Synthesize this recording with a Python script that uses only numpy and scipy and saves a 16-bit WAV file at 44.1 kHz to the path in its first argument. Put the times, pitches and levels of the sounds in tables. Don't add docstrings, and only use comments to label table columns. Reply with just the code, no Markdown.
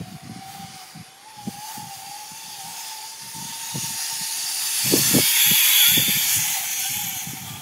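import sys
import numpy as np
from scipy import signal
from scipy.fft import rfft, irfft, next_fast_len
from scipy.io import wavfile
from scipy.ndimage import uniform_filter1d

SR = 44100
rng = np.random.default_rng(int(sys.argv[2]) if len(sys.argv) > 2 else 0)


def transcribe(u):
    v = np.clip(np.atleast_2d(u).T, -1, 1)
    q = np.round(v * 32767).astype(np.int16)
    wavfile.write(sys.argv[1], SR, q)


def ratio(d):
    e = np.asarray(d, float) / 20
    return 10 ** e


N = 335601
SIZE = next_fast_len(N)
CUTOFF_HZ = 15740

# time_s, strand_rate_hz, hum_db, cable_return_db
NEAR_HUM = [(0.0, 730.6, -53, -51), (0.6, 794, -41, -48.5), (.9, 741, -51.5, -45.5), (1.12, 745, -58, -62),
            (1.3, 885.2, -47.5, -70), (1.5, 796, -46, -44), (1.74, 869.4, -41, -43), (1.97, 764, -44, -48),
            (2.42, 898, -46.5, -41.5), (2.63, 778, -45, -54), (2.78, 904, -45, -42),
            (2.99, 869.5, -39.5, -40), (3.2, 910, -60, -55), (3.55, 890, -46.5, -45.5),
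            (4.1, 890.7, -52, -44.5), (4.6, 879.7, -54.5, -44), (5.5, 865, -47, -40),
            (7.61, 889.4, -55, -37.5)]
# time_s, strand_rate_hz, hum_db
FAR_HUM = [(0, 669.5, -55), (1.55, 832, -59), (1.72, 885, -40.5), (1.97, 875, -54), (2.2, 850, -42.5),
           (2.4, 884, -61), (2.7, 927.6, -46), (2.95, 880, -58), (3.4, 920, -46), (3.85, 906, -45.5),
           (4.8, 901, -55.5), (5.81, 969.4, -51), (6.15, 867, -63), (6.47, 842, -42.5), (6.6, 748.6, -53),
           (6.98, 820.6, -42), (7.2, 763, -46.5), (7.61, 800, -62)]
# multiple, level_re_ring_db
OVERTONES = [(2, -20), (3, -18), (4, -17)]
SWAY_HZ, SWAY_PER_S, SWAY_FROM_S = 16, 3.4, 3.0
UNSTEADY = (0.901, 1.2, 1.715, 1.596)

# time_s, face (0 far, 1 front, 2 side, 3 back)
FACING = [(0, 0.), (.95, -0.36), (1.5, 0.97), (4.55, 1.03), (4.9, 1.31), (5.3, 1.58), (5.55, 2.36),
          (5.95, 2), (6.15, 2.5), (6.45, 3), (7.61, 3)]
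# time_s, level_db
ROLL = [(0.0, -52), (0.78, -43), (1.17, -53), (1.67, -41), (1.97, -43.5), (2.88, -38), (3.16, -40.5),
        (3.7, -33.5), (3.86, -31.5), (4.5, -29), (5.1, -23), (5.89, -22.5), (5.99, -27), (6.36, -24),
        (6.62, -30.5), (6.87, -29), (7.27, -36), (7.61, -48)]
# freq_hz, far_db_per_hz, front_db_per_hz, side_db_per_hz, back_db_per_hz
HISS = [(980, -6.5, -3, -6, -13.5), (1950, 2, -9.5, -1.5, -4.5), (3660, -6, -1, -5.5, 2),
        (7950, -3.5, 0, -15.5, -4), (11647, -17, 1, 8, -4), (15810, -43, -7, -2, -5.5)]
# centre_hz, width_hz, far_db, front_db, side_db, back_db
PLATES = [(1150, 300, 5.0, -3.0, -10.5, -1.5), (1810, 400, -2.0, 8.0, -3.0, 0.0),
          (2270, 290, 3.5, 3.0, 6.0, 6.5), (2710, 460, 0.5, 6.0, 1.0, 1.5),
          (3430, 310, 5.0, 4.5, 15.5, 6.0), (3820, 300, 2.0, -3.0, -9.0, -7.0),
          (4560, 480, 8.0, 5.0, 9.0, 0.0), (5090, 600, 3.5, 2.0, -2.0, -3.0),
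          (6560, 1260, 5.0, 7.0, 11.0, 8.0), (7540, 1000, -6.0, -5.5, 7.5, 4.0),
          (9340, 580, 4.5, 4.5, 3.0, 0.5), (10440, 1000, 2.5, 3.5, 0.5, 4.0),
          (11230, 440, 1.5, 0.0, 5.0, 2.5), (11930, 650, -5.5, -7.0, -5.0, -2.0),
          (12600, 180, 4.0, 3.5, 1.0, 6.0), (12520, 300, -1.0, -0.5, 4.5, 5.0),
          (13200, 600, -0.5, 0.5, 4.0, 4.5), (14460, 410, 2.0, 4.0, 4.5, 1.5)]
# centre_hz, width_hz, far_db, front_db, side_db, back_db
BEARING = (12570, 70, 5, 5, 0, 2)
DOPPLER = (.012, .02, 0, -.02)
# far_db, front_db, side_db, back_db
RING_DB = (-4.5, -6.5, 7, -2)
# far_db, front_db, side_db, back_db
SIZZLE_DB = (-5, -3, 3, -0.7)
RING_LAG, SIZZLE_LEAD, MEAN_ROLL_DB = 0.27, 0.096, -37.5

# time_s, pitch_hz, level_db
GLIDES = [
    [(5.74, 1636, -70), (5.79, 1603, -34), (5.85, 1380, -36), (5.92, 1495, -39), (5.98, 1617, -73)],
    [(5.44, 2480, -70), (5.49, 2525, -34), (5.56, 2680, -43), (5.63, 2450, -25), (5.7, 2450, -37),
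     (5.76, 2400, -68)],
    [(7.42, 1233, -83), (7.48, 1180, -47), (7.61, 1204, -54.5)],
]
# start_s, length_s, pitch_hz, level_db
SINGING = [
    (5.45, .17, 11250, -32),
    (5.82, .11, 11250, -31),
    (6.8, .44, 12330, -39),
    (5.12, .28, 2260, -37),
]
SING_EDGE_S, SING_BLUR_HZ = 0.046, 59.96

# freq_hz, density_db_per_hz
CABLE = [(560, -41), (680, -10), (760, -1.5), (900, -4), (980, -18), (1150, -15.5)]
# freq_hz, level_db
RUMBLE = [(150, -21), (300, -0.5), (500, -7), (1000, -18), (1300, -26)]
RUMBLE_RE_HISS_DB = -31.5

# start_s, length_s, level_db
GUSTS = [(0, 0.16, -37), (0.239, .15, -36), (0.442, 0.32, -46), (.95, 0.069, -42), (1.386, .12, -44.5),
         (1.545, 0.045, -44.5), (1.766, .13, -43.5), (1.96, .15, -51.5), (2.29, .06, -55), (2.45, .2, -56),
         (2.64, 0.081, -46.5), (3.202, 0.15, -56), (3.35, 0.15, -42), (3.52, .2, -56.5), (3.74, 0.21, -42),
         (4.12, 0.1, -55), (4.856, 0.27, -30.5), (5.138, 0.065, -19), (5.46, .09, -39.5),
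         (5.883, 0.22, -34), (6.129, 0.051, -38), (6.188, 0.33, -46), (6.367, .06, -37.5),
         (6.601, 0.22, -54.5), (6.903, 0.27, -43), (7.23, 0.45, -40.5)]
GUST_RISE_DB_PER_S, GUST_FALL_DB_PER_S, CALM_DB = 800, 750, -65.5
# freq_hz, density_db_per_hz
WIND_SOFT = [(18, -62), (30, -41), (117, 1.5), (178, 2), (293, -12.5), (343, -18), (450, -26), (580, -58),
             (990, -120)]
# freq_hz, density_db_per_hz
WIND_HARD = [(18, -80), (40, -48), (80, -31), (135, 2.5), (190, -1), (480, -4.5), (670, -11), (1050, -24.5),
             (1500, -29), (3000, -70)]
# time_s, peak_db, swing_hz
BUFFETS = [(0.009, -18, 138), (0.295, -21, 182), (0.36, -22, 175), (0.957, -30.5, 147), (1.473, -13.5, 150),
           (1.482, -16, 160), (1.777, -24, 188), (2.316, -36, 188), (3.752, -17.5, 165.2),
           (3.779, -21.5, 210), (3.835, -23, 167), (4.209, -31, 154), (4.856, -20.5, 190),
           (4.923, -10.5, 230), (4.937, 1, 169.2), (4.98, -16.5, 217), (4.992, -17, 200), (5.11, -15, 178),
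           (5.149, -4.5, 148), (5.165, -3.5, 151), (5.173, -7.5, 162), (5.185, -5.5, 273),
           (5.197, -13, 200), (5.509, -16.5, 177), (5.976, -9, 169), (6.021, -18, 152), (6.081, -15, 172),
           (7.333, -22, 194.3)]
PUFF_DB, PUFF_LATE_S, PUFF_DB_PER_S = -12, 0.0093, 480

# freq_hz, density_db_per_hz
AIR = [(20, -30), (60, -6), (150, -11.5), (330, -1.5), (600, -2.5), (1100, -1.5), (2000, -14), (5000, -38)]
AIR_DB = -56
# time_s, low_hz, high_hz, level_db
SPLITS = [(0.816, 4200, 5200, -53), (0.819, 13000, 14500, -65), (2.07, 8770, 11100, -50),
          (2.814, 5130, 6300, -49), (4.396, 11740, 13100, -46), (4.464, 13740, 15100, -42),
          (4.674, 5110, 8400, -35), (5.068, 9600, 11100, -31), (5.069, 6250, 7550, -29),
          (5.137, 8200, 11070, -31), (6.555, 4230, 5160, -43), (6.555, 10330, 12400, -38),
          (6.556, 8200, 9710, -42), (7.18, 8400, 11670, -42), (7.319, 7600, 8940, -49),
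          (7.343, 13100, 15290, -49)]


def rms_one(x):
    return x / np.sqrt(np.mean(x ** 2) + 1e-20)


def in_time(rows):
    s, *columns = np.transpose(rows)
    return [np.interp(np.arange(N) / SR, s, c) for c in columns]


def at_hz(points, hz):
    table_hz, table_db = np.array(points).T
    return np.interp(np.log(hz + 1), np.log(table_hz), table_db)


def by_face(values):
    return np.interp(in_time(FACING)[0], np.arange(len(values)), values)


def drift(rate_hz):
    pole = np.exp(-80 * np.pi * rate_hz / SR)
    draws = rng.standard_normal(N // 40 + 2002)
    slow = signal.lfilter([1], [1, -2 * pole, pole * pole], draws)[2000:]
    return np.interp(np.arange(N) / 40, np.arange(len(slow)), rms_one(slow))


def coloured(shape_db):
    white = rfft(rng.standard_normal(SIZE))
    return rfft(rms_one(irfft(white * ratio(shape_db), SIZE)))


def noise(points):
    hz = np.fft.rfftfreq(SIZE, 1 / SR)
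    return irfft(coloured(at_hz(points, hz)), SIZE)[:N]


def hum(rows, wander_hz, flutter_db, ring_db=None, sway_hz=0):
    hz, level_db = in_time(rows)[:2]
    phase = 2 * np.pi * np.cumsum(hz + sway_hz + wander_hz * drift(24.1)) / SR
    tone = np.sin(phase) * ratio(level_db + flutter_db * drift(30))
    if ring_db is not None:
        loose = phase + 2 * np.pi * np.cumsum(11 * drift(40)) / SR
        for multiple, share_db in OVERTONES:
            tone = tone + np.sin(multiple * loose) * ratio(ring_db + share_db + 4 * drift(8))
    return np.sqrt(2) * tone


def rocking(lead_cycles):
    t = np.arange(N) / SR
    depth_hz = SWAY_HZ * np.clip(t - SWAY_FROM_S, 0, 1) * by_face(UNSTEADY)
    return depth_hz * np.sin(2 * np.pi * (SWAY_PER_S * t + lead_cycles))


def wheels():
    level_db, ring_db, _ = roll_levels()
    loose = by_face(UNSTEADY)
    ring_db = level_db + ring_db
    near = hum(NEAR_HUM, 8. 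* loose, 3.63 * np.sqrt(loose), ring_db, rocking(.1))
    far = hum(FAR_HUM, 8.71 * loose, 2.5 * loose, ring_db, .5 * rocking(0.599))
    return near + far


def roll_levels():
    level_db, = in_time(ROLL)
    excess_db = level_db - MEAN_ROLL_DB
    ring_db = by_face(RING_DB) - RING_LAG * excess_db
    sizzle_db = by_face(SIZZLE_DB) + SIZZLE_LEAD * excess_db
    return level_db, ring_db, sizzle_db


def face_colour(face, hz):
    still_hz = hz / (1 + DOPPLER[face])
    lift_db = 0
    for row in [*PLATES, BEARING]:
        offset = 1.43 * (still_hz - row[0]) / row[1]
        lift_db = lift_db + row[2 + face] / (1 + offset ** 2)
    smooth_db = at_hz([(row[0], row[1 + face]) for row in HISS], hz)
    return smooth_db + 1.174 * lift_db


def rolling_hiss():
    level_db, ring_db, sizzle_db = roll_levels()
    facing, = in_time(FACING)
    hz = np.fft.rfftfreq(SIZE, 1 / SR)
    faces = []
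    for face in range(len(DOPPLER)):
        share = np.sqrt(np.clip(1 - abs(facing - face), 0, 1))
        faces.append((coloured(face_colour(face, hz)), share))
    # low_hz, high_hz, level_re_hiss_db, band count
    groups = [(950, 3720, ring_db, 5), (3720, 8700, 0, 4), (8700, CUTOFF_HZ, sizzle_db, 5)]
    out, together = 0, drift(14.0) + 0.85 * drift(17)
    for low_hz, high_hz, rel_db, count in groups:
        edges = np.geomspace(low_hz, high_hz, count + 1)
        flickers = [ratio(0.35 * together + 1.0 * drift(11.2)) for _ in range(count)]
        for spectrum, share in faces:
            bands = [irfft(spectrum * ((hz >= a) & (hz < b)), SIZE)[:N] for a, b in zip(edges, edges[1:])]
            scale = np.sqrt(sum(np.mean(band ** 2) for band in bands))
            flickering = sum(f * band for f, band in zip(flickers, bands))
            out = out + share * ratio(rel_db) / scale * flickering
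    grit = ratio(0.34 * drift(200))
    return ratio(level_db) * grit * out


def swing(x, depth_db):
    _, _, z = signal.stft(x, SR, nperseg=1024)
    field = rng.standard_normal(z.shape)
    for axis, size in [(0, 3), (0, 2), (1, 14), (1, 9)]:
        field = uniform_filter1d(field, size=size, axis=axis)
    return signal.istft(z * ratio(depth_db * rms_one(field)), SR, nperseg=1024)[1][:N]


def gliding_tones():
    return sum(hum(rows, 8.14, 1.2) for rows in GLIDES)


def singing():
    out = 0
    for s, length_s, hz, level_db in SINGING:
        end = s + length_s
        rows = [(s - SING_EDGE_S, hz, level_db - 35), (s, hz, level_db),
                (end, hz, level_db), (end + SING_EDGE_S, hz, level_db - 36)]
        out = out + hum(rows, SING_BLUR_HZ, 4.4)
    return out


def cable_return():
    return ratio(in_time(NEAR_HUM)[2] + 3.7 * drift(3.1)) * noise(CABLE)


def frame_rumble():
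    return ratio(in_time(ROLL)[0] + RUMBLE_RE_HISS_DB) * noise(RUMBLE)


def gust_level():
    t = np.arange(0, N, 40) / SR
    s, length_s, level_db = np.transpose(GUSTS)[:, :, None]
    rise_db = GUST_RISE_DB_PER_S * np.maximum(s - t, 0)
    fall_db = GUST_FALL_DB_PER_S * np.maximum(t - s - length_s, 0)
    gusts_db = level_db - (rise_db + fall_db)
    at_s, peak_db, _ = np.transpose(BUFFETS)[:, :, None]
    puffs_db = peak_db + PUFF_DB - PUFF_DB_PER_S * abs(t - at_s - PUFF_LATE_S)
    strongest_db = np.maximum(np.vstack([gusts_db, puffs_db]).max(axis=0), CALM_DB)
    return np.interp(np.arange(N) / SR, t, strongest_db)


def wind():
    gust_db = gust_level()
    hard = np.clip((gust_db + 36) / 24, 0, 1) ** 1.5
    lumps = rms_one(ratio(3.94 * drift(30.5)))
    eddies = np.sqrt(1 - hard) * noise(WIND_SOFT) + np.sqrt(hard) * noise(WIND_HARD)
    steady_db = np.minimum(gust_db - 5 * hard, -21)
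    port = signal.butter(2, 70, "high", fs=SR, output="sos")
    return signal.sosfilt(port, ratio(steady_db + 0.5) * lumps * eddies)


def buffets():
    out, t = np.zeros(N + SR), np.arange(SR // 10) / SR
    for s, peak_db, hz in BUFFETS:
        cycles = t * hz * (1 + 0.033 * max(peak_db + 20, 0))
        envelope = cycles / .7 * np.exp(1 - cycles / .7)
        push = np.sin(2 * np.pi * 1.5 * cycles ** .75) * envelope
        start = round(s * SR)
        out[start:start + len(t)] += ratio(peak_db - 6.5) * push
    leaky_port = signal.butter(2, 110, "high", fs=SR, output="sos")
    return signal.sosfilt(leaky_port, out[:N])


def canyon_air():
    return ratio(AIR_DB) * noise(AIR)


def scene():
    trolleys = wheels() + gliding_tones() + singing() + cable_return()
    trolleys = trolleys + swing(rolling_hiss(), depth_db=2.3) * ratio(-.6) + frame_rumble()
    mono = trolleys + wind() + buffets() + canyon_air()
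    return np.array([mono, mono])


def starve(x, under_db):
    hz, _, z = signal.stft(x, SR, nperseg=1024)
    power = uniform_filter1d(abs(z) ** 2, size=2, axis=1)
    near = uniform_filter1d(power, size=4, axis=0)
    around = uniform_filter1d(power, size=40, axis=0)
    bar = [(2500, under_db - 5), (4500, under_db - 3.5), (7500, under_db), (12000, under_db + 1.7)]
    bar_db = at_hz(bar, hz)[:, None]
    dropped = (near < around * ratio(2 * bar_db)) & (hz[:, None] > 2500)
    return signal.istft(z * np.where(dropped, .05, 1), SR, nperseg=1024)[1][:N]


def splits():
    out, fade = np.zeros(N), np.sin(np.pi * np.arange(2048) / 2048)
    hz = np.fft.rfftfreq(len(fade), 1 / SR)
    for s, low_hz, high_hz, level_db in SPLITS:
        white = rfft(rng.standard_normal(len(fade)))
        band = irfft(white * ((hz > low_hz) & (hz < high_hz)))
        start = round(s * SR) - len(fade) // 2
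        out[start:start + len(fade)] += ratio(level_db) * fade * rms_one(band)
    return out


def band_limit(x):
    return signal.sosfilt(signal.butter(12, 16020, fs=SR, output="sos"), x)


def record(dry):
    rounded = .9 * np.tanh(dry[0] / .9)
    top_cut = signal.ellip(14, .3, 75, CUTOFF_HZ, fs=SR, output="sos")
    mid = starve(signal.sosfilt(top_cut, rounded), under_db=-8)
    side = splits()
    return band_limit(np.array([mid + side, mid - side]))


dry = scene()
out = record(dry)
transcribe(out)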